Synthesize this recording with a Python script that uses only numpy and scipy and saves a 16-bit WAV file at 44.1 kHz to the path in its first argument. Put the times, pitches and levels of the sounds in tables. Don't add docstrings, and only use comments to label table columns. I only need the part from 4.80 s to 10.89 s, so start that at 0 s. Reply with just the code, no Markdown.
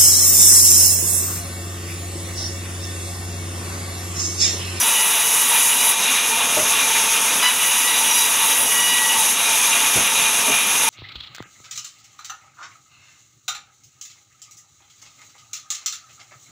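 import sys
import numpy as np
from scipy import signal
from scipy.fft import rfft, irfft, next_fast_len
from scipy.io import wavfile
from scipy.ndimage import uniform_filter1d

SR = 44100
rng = np.random.default_rng(int(sys.argv[2]) if len(sys.argv) > 2 else 0)


def materialize(psi):
    bounded = np.clip(np.atleast_2d(psi).T, -1, 1)
    quanta = np.round(bounded * 32767).astype(np.int16)
    wavfile.write(sys.argv[1], SR, quanta)


def invert_db(level):
    return 10 ** (np.asarray(level, dtype=float) / 20)


N = 268569
TOP_CUT_HZ = 15720

# teeth_enter_s, teeth_leave_s
CUTS = [
    (-.3, 1.122),
    (2.62, 4.522),
]


def rms_one(x):
    return x / np.sqrt(np.mean(x ** 2) + 1e-20)


def curve(rows):
    s, value = np.transpose(rows)
    return np.interp(np.arange(N) / SR, s, value)


def swells(rows):
    t = np.arange(N // 40 + 2) * 40 / SR
    out = np.zeros(len(t))
    for s, length_s, level_db in rows:
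        out += level_db * np.exp(-(2 * (t - s) / length_s) ** 4)
    return np.interp(np.arange(N) / SR, t, out)


def drift(rate_per_s):
    r = np.exp(-80 * np.pi * rate_per_s / SR)
    sparse = rng.standard_normal(N // 40 + 2002)
    slow = signal.lfilter([1], [1, -2 * r, r * r], sparse)[2000:]
    return np.interp(np.arange(N) / 40, np.arange(len(slow)), rms_one(slow))


def at_hz(points, hz):
    points_hz, points_db = np.transpose(points)
    return np.interp(np.log(hz), np.log(points_hz), points_db)


def coloured(spectrum, patchy_db, count):
    size = next_fast_len(N)
    hz = np.maximum(np.fft.rfftfreq(size, 1 / SR), 1)
    low_hz, high_hz = spectrum[0][0], spectrum[-1][0]
    inside = (hz > low_hz) & (hz < high_hz)
    noise = rfft(rng.standard_normal(size)) * invert_db(at_hz(spectrum, hz)) * inside
    place = np.log(hz / low_hz) / np.log(high_hz / low_hz) * (count - 1)
    out, together = 0, drift(21)
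    for k in range(count):
        part = irfft(noise * np.clip(1 - np.abs(place - k), 0, 1), size)[:N]
        out = out + part * invert_db(patchy_db * (0.8 * together + drift(16)))
    return rms_one(out)


def resonance(x, hz, width_hz):
    r = np.exp(-np.pi * width_hz / SR)
    poles = [1, -2 * r * np.cos(2 * np.pi * hz / SR), r * r]
    return signal.lfilter([(1 - r * r) / 2, 0, (r * r - 1) / 2], poles, x)


def band_noise(length, low_hz, high_hz):
    sos = signal.butter(2, [low_hz, high_hz], "band", fs=SR, output="sos")
    return rms_one(signal.sosfilt(sos, rng.standard_normal(length)))


def tone(hz, wander_hz):
    wander_per_s = 11
    pitch_hz = hz + wander_hz * drift(wander_per_s)
    return np.sqrt(2) * np.sin(2 * np.pi * np.cumsum(pitch_hz) / SR)


def in_wood(leave_s):
    enter_s = 0.0096
    t, out = np.arange(N) / SR, 0
    for a, b in CUTS:
        leaving = np.exp(-np.clip(t - b, 0, 30 * leave_s) / leave_s)
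        out = out + np.clip((t - a) / enter_s, 0, 1) * leaving
    return out


def machine_levels(damped):
    # time_s, level_db
    rub = [(0, -5), (.15, 10), (.42, 2), (1.05, 5.5), (1.17, 3.5), (1.27, -1.2), (1.5, -6), (1.95, 1.5),
           (2.3, 1.7), (2.6, -4.5), (2.76, 0), (3.35, 4), (3.9, -1), (4.25, 3.5), (4.56, 3), (4.66, 2.5),
           (5.5, -0.5), (6.09, 2.3)]
    rub_db, flutter_per_s = curve(rub), 8.4
    # mean_db, share of rub, loss in wood_db, flutter_db
    frame_layer, table_layer = (-34, -0.2, 0.6, 1.0), (-24, 0.36, 3, 2.24)
    blade_layer, wheel_layer = (-26.5, 0.24, 2, 0.9), (-34.5, 0.3, 0, 0.9)
    return [mean_db + share * rub_db - loss_db * damped + flutter_db * drift(flutter_per_s)
            for mean_db, share, loss_db, flutter_db in (frame_layer, table_layer, blade_layer, wheel_layer)]


def frame_drone(drone_db, bed_db):
    # frequency_hz, density_db
    drone_spectrum = [(21, -60), (35, -28.5), (152, -18), (264, -10), (331, -17.5), (539, -11),
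                      (610, -14.5), (811, -6.5), (917, -7), (1500, -3), (2210, -0.5), (2440, 1.5),
                      (3250, 0), (3670, 1), (4600, -36.5), (5980, -47), (10100, -120)]
    drone = coloured(drone_spectrum, patchy_db=0.9, count=12)
    low = signal.sosfilt(signal.butter(2, 1100, fs=SR, output="sos"), drone)
    return invert_db(drone_db + 14) * low + invert_db(bed_db + 4) * (drone - low)


def steel_resonances(drone_db, hum_db, bed_db, ring_db, hiss_db):
    # centre_hz, width_hz, level_db
    modes = [(258, 18, -14), (440, 43, -7.5), (570, 17, -10.5), (687, 20.3, -4.5), (889, 35, -3),
             (916.4, 33, -3), (995, 20, -3), (1031, 12, -7), (1145, 52, -2), (1202, 9.5, -28),
             (1266, 29, -6), (1361, 13, -3.5), (2140, 6, -18), (2405, 40, -3), (2460, 50, -3),
             (2781, 40, -3), (3530, 40, -6), (2680, 880, -21.5), (2686, 93, -4.5), (2900, 650, -35),
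             (3832, 140, -3), (8710, 106, -3)]
    flutter_db, out = 1.8, np.zeros(N)
    for hz, width_hz, level_db in modes:
        if hz < 800:
            follow_db = drone_db + 8
        elif hz < 940:
            follow_db = hum_db + 8
        elif hz < 2000:
            follow_db = bed_db + 4
        else:
            follow_db = ring_db if hz < 5000 else hiss_db
        rub = resonance(resonance(rng.standard_normal(N), hz, width_hz), hz, 5.4 * width_hz)
        out += invert_db(follow_db + level_db + 14 + flutter_db * drift(6)) * rub
    return out


def free_tones(hum_db, ring_db, damped):
    blade_loss_db = 7
    out = invert_db(hum_db - 5.5) * tone(898, wander_hz=10.89)
    for hz, wander_hz, level_db in [(2440, 28.2, -11.5), (2790, 26, -14)]:
        blade_db = ring_db + level_db - blade_loss_db * damped + 3 * drift(14)
        out += invert_db(blade_db) * tone(hz, wander_hz)
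    return out


def blade_hiss(hiss_db):
    # frequency_hz, density_db
    hiss_spectrum = [(2470, -35), (4200, -12), (4930, -10.5), (5690, -4.5), (6040, 0.5), (6390, 0),
                     (6800, 0), (7020, -8.5), (7900, -8), (9090, -6), (10700, 1.5), (11400, -3),
                     (12600, -14), (13900, -20), (14800, -21.5), (16000, -13)]
    return invert_db(hiss_db + 5.5) * coloured(hiss_spectrum, patchy_db=0.5, count=9)


def machine():
    # middle_s, length_s, level_db
    beats = [(.12, 0.091, 3.5), (.36, 0.086, 6.5), (.74, 0.062, 6), (1.02, 0.05, 2), (1.56, 0.14, 8),
             (2.2, 0.21, 4), (2.44, 0.089, 4), (3.3, 0.24, 2), (3.64, 0.06, 4), (4.35, 0.35, 6.5),
             (4.7, 0.13, 3.5), (4.88, .08, 9.5), (5.04, 0.042, 9), (5.32, .05, 6.5), (5.46, 0.1, 5.5),
             (6.07, 0.076, 7.5)]
    # middle_s, length_s, level_db
    settles = [
        (1.45, 0.22, -2),
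        (2.85, .32, -2.5),
    ]
    damped = in_wood(leave_s=0.036)
    drone_db, ring_db, hiss_db, hum_db = machine_levels(damped)
    hum_db = hum_db + swells(beats)
    drone_db = uniform_filter1d(drone_db + swells(settles), size=SR // 8)
    bed_db = uniform_filter1d((drone_db + ring_db + hiss_db) / 3, size=SR // 14)
    out = frame_drone(drone_db, bed_db)
    out += steel_resonances(drone_db, hum_db, bed_db, ring_db, hiss_db)
    out += free_tones(hum_db, ring_db, damped)
    return out + blade_hiss(hiss_db)


def whine_levels(bite_db):
    # multiple, level at mean feed_db
    low_orders = [(2, -40.5), (3, -36), (4, -40), (6, -41)]
    # multiple, above low whine_db, above chip hiss_db
    high_orders = [(1, -4.5, -40), (5, -6, -22), (7, -20, -1), (8, -20, -7), (9, -20, -4.5), (10, -20, 3),
                   (11, -20, 6), (12, -20, 3), (13, -30, -6), (14, -30, -25), (15, -30, -3)]
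    # middle_s, length_s, multiple, level_db
    sings = [(0.026, 0.087, 6, 8.5), (0.157, 0.22, 3, 5.5), (0.22, 0.12, 2, 4), (.62, .16, 3, 4),
             (0.923, 0.37, 3, 4.5), (1.12, 0.11, 2, 6), (1.08, 0.21, 4, 10), (2.86, 0.045, 2, 12.5),
             (2.865, .12, 3, 7.5), (3.08, 0.13, 2, 9.5), (3.089, .24, 3, 5), (3.109, 0.42, 6, 9),
             (3.4, .2, 4, 12), (3.36, .16, 6, 11), (3.72, 0.11, 2, 4), (4.174, 0.4, 2, 14.5),
             (3.95, 0.14, 2, 3), (4.057, 0.27, 3, 9.5), (4.298, 0.13, 3, 7), (3.93, 0.37, 6, 6.5),
             (4.22, .2, 6, 4), (4.13, 0.1, 4, 12), (4.37, .16, 4, 7)]
    feed_mean_db, feed_share = -35, 0.25
    grain_db_per_octave, grain_per_s = 1.1, 22
    end_s, end_strike_db, end_full_up_to = 0.095, 16, 2.6
    end_db = swells([(CUTS[1][0] + 0.37 * end_s, end_s, end_strike_db)])
    levels = []
    for k, mean_db in low_orders:
        level_db = mean_db + feed_share * (bite_db - feed_mean_db)
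        level_db = level_db + end_db * min(1, end_full_up_to / k)
        level_db += grain_db_per_octave * np.log2(k) * drift(grain_per_s)
        level_db += swells([(s, length_s, db) for s, length_s, m, db in sings if m == k])
        levels.append((k, level_db))
    whine_db = np.mean([db for k, db in levels[1:]], axis=0) + 0.28 * end_db
    for k, whine_part_db, bite_part_db in high_orders:
        levels.append((k, np.maximum(whine_db + whine_part_db, bite_db + bite_part_db)))
    return levels


def tooth_whine(bite_db):
    # time_s, tooth_rate_hz
    speed = [(0, 977), (.4, 972), (1.14, 973), (2.62, 992), (2.76, 980), (3.03, 973.5), (3.69, 965),
             (4.13, 969), (4.53, 969)]
    blur_hz, clean_up_to = 1.7, 5.2
    phase = 2 * np.pi * np.cumsum(curve(speed)) / SR
    out = np.zeros(N)
    for k, level_db in whine_levels(bite_db):
        clean = np.exp(-(k / clean_up_to) ** 2)
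        blur = (drift(blur_hz * k * k) + 1j * drift(blur_hz * k * k)) / np.sqrt(2)
        swing = np.sqrt(clean) + np.sqrt(1 - clean) * blur
        turning = np.exp(1j * (k * phase + rng.uniform(0, 2 * np.pi)))
        out += np.sqrt(2) * invert_db(level_db) * np.real(swing * turning)
    return out


def chip_hiss(bite_db):
    # frequency_hz, density_db
    chip_spectrum = [(6000, -39), (7600, 0.5), (8150, -36), (8600, 3), (9200, -9), (9720, 5), (10800, 3),
                     (12400, -12), (13300, -9), (13900, -24), (14500, -6), (15200, -6), (16000, -12)]
    return invert_db(bite_db + 8.5) * coloured(chip_spectrum, patchy_db=3, count=6)


def cut():
    # time_s, level_db
    feed = [(0, -32.5), (.15, -35), (.3, -35), (.6, -32.5), (1.1, -33), (2.63, -39), (2.72, -39),
            (2.9, -36), (3.3, -37.5), (3.37, -32), (3.5, -37), (3.8, -33), (4.35, -41), (4.5, -36.5)]
    bite_db = curve(feed)
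    return (tooth_whine(bite_db) + chip_hiss(bite_db)) * in_wood(leave_s=0.0058)


def timber_knocks():
    # start_s, peak_db, ring_hz, thud_hz, thud_db
    knocks = [(1.767, -10.5, 609, 310, -25), (1.791, -21, 643, 110, -34), (1.807, -25, 588, 100, -46),
              (5.157, -11, 193, 120, -21), (5.168, -22, 344, 62, -28), (5.186, -20, 295, 109, -33),
              (5.679, -22, 627, 266, -21), (5.693, -18, 420, 268, -23), (5.71, -24.5, 707, 416, -37),
              (5.723, -32, 873, 258, -43), (5.864, -46, 400, 204, -31)]
    ring_t60_per_hz = 0.00022
    out, t = np.zeros(N), np.arange(SR // 2) / SR
    for s, peak_db, hz, thud_hz, thud_db in knocks:
        hit = invert_db(peak_db - 60 * t / (ring_t60_per_hz * hz)) * np.sin(2 * np.pi * hz * t)
        hit += invert_db(thud_db - 60 * t / 0.12) * np.sin(2 * np.pi * thud_hz * t)
        hit += invert_db(peak_db - 10 - 60 * t / 0.22) * band_noise(len(t), 107, 1050)
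        i = round(s * SR)
        out[i:i + len(t)] += (hit * (1 - np.exp(-t / 0.0073)))[:N - i]
    return out


def entry_crunch():
    # start_s, level_db, t60_s, low_hz, high_hz
    crunches = [
        (2.623, -20, 0.22, 890, 2600),
        (2.643, -22.5, 0.45, 1100, 2600),
        (2.655, -31, 0.24, 800, 3400),
    ]
    out, t = np.zeros(N), np.arange(SR // 2) / SR
    for s, level_db, t60_s, low_hz, high_hz in crunches:
        i = round(s * SR)
        crunch = band_noise(len(t), low_hz, high_hz)
        out[i:i + len(t)] += invert_db(level_db - 60 * t / t60_s) * np.minimum(t / 0.004, 1) * crunch
    return out


def scene():
    # middle_s, length_s, level_db
    ducks = [
        (1.165, 0.064, -2.5),
        (2.77, 0.31, -0.5),
        (4.56, .07, -1.5),
    ]
    mix = machine() + cut() + timber_knocks() + entry_crunch()
    return np.tile(mix * invert_db(swells(ducks)), (2, 1))


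def unrelated_patches(x):
    patched_blocks = [6, 80, 82, 95, 116, 131, 158, 190, 211, 223, 227, 233, 257]
    block, offset, width_hz = 1024, 759, 1500
    low_edges_hz = (12000, 14200), (4200, 11500)
    window = signal.windows.kaiser_bessel_derived(2 * block, 4 * np.pi)
    n = np.arange(2 * block) + 0.5 + block / 2
    bins_per_hz = 2 * block / SR
    patches = [(number, rng.uniform(*span)) for number in patched_blocks for span in low_edges_hz]
    for number, low_hz in patches:
        high_hz = min(low_hz + width_hz, TOP_CUT_HZ)
        part = slice(offset + (number - 1) * block, offset + (number + 1) * block)
        k = np.arange(round(low_hz * bins_per_hz), round(high_hz * bins_per_hz)) + 0.5
        waves = np.sqrt(2 / block) * window * np.cos(np.pi / block * np.outer(k, n))
        old = x[:, part] @ waves.T
        local = np.sqrt(uniform_filter1d(old ** 2, size=32))
        x[:, part] += (local * rng.standard_normal(old.shape) - old) @ waves
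    return x


def roll_off(x):
    return signal.sosfilt(signal.butter(12, 16820, fs=SR, output="sos"), x)


def record(dry):
    x = 1.002 * np.tanh(dry / 0.82)
    x = signal.sosfilt(signal.butter(2, 38, "high", fs=SR, output="sos"), x)
    x = signal.sosfilt(signal.ellip(14, 0.3, 85, TOP_CUT_HZ, fs=SR, output="sos"), x)
    x = unrelated_patches(x)
    return roll_off(x)


dry = scene()
out = record(dry)
materialize(out)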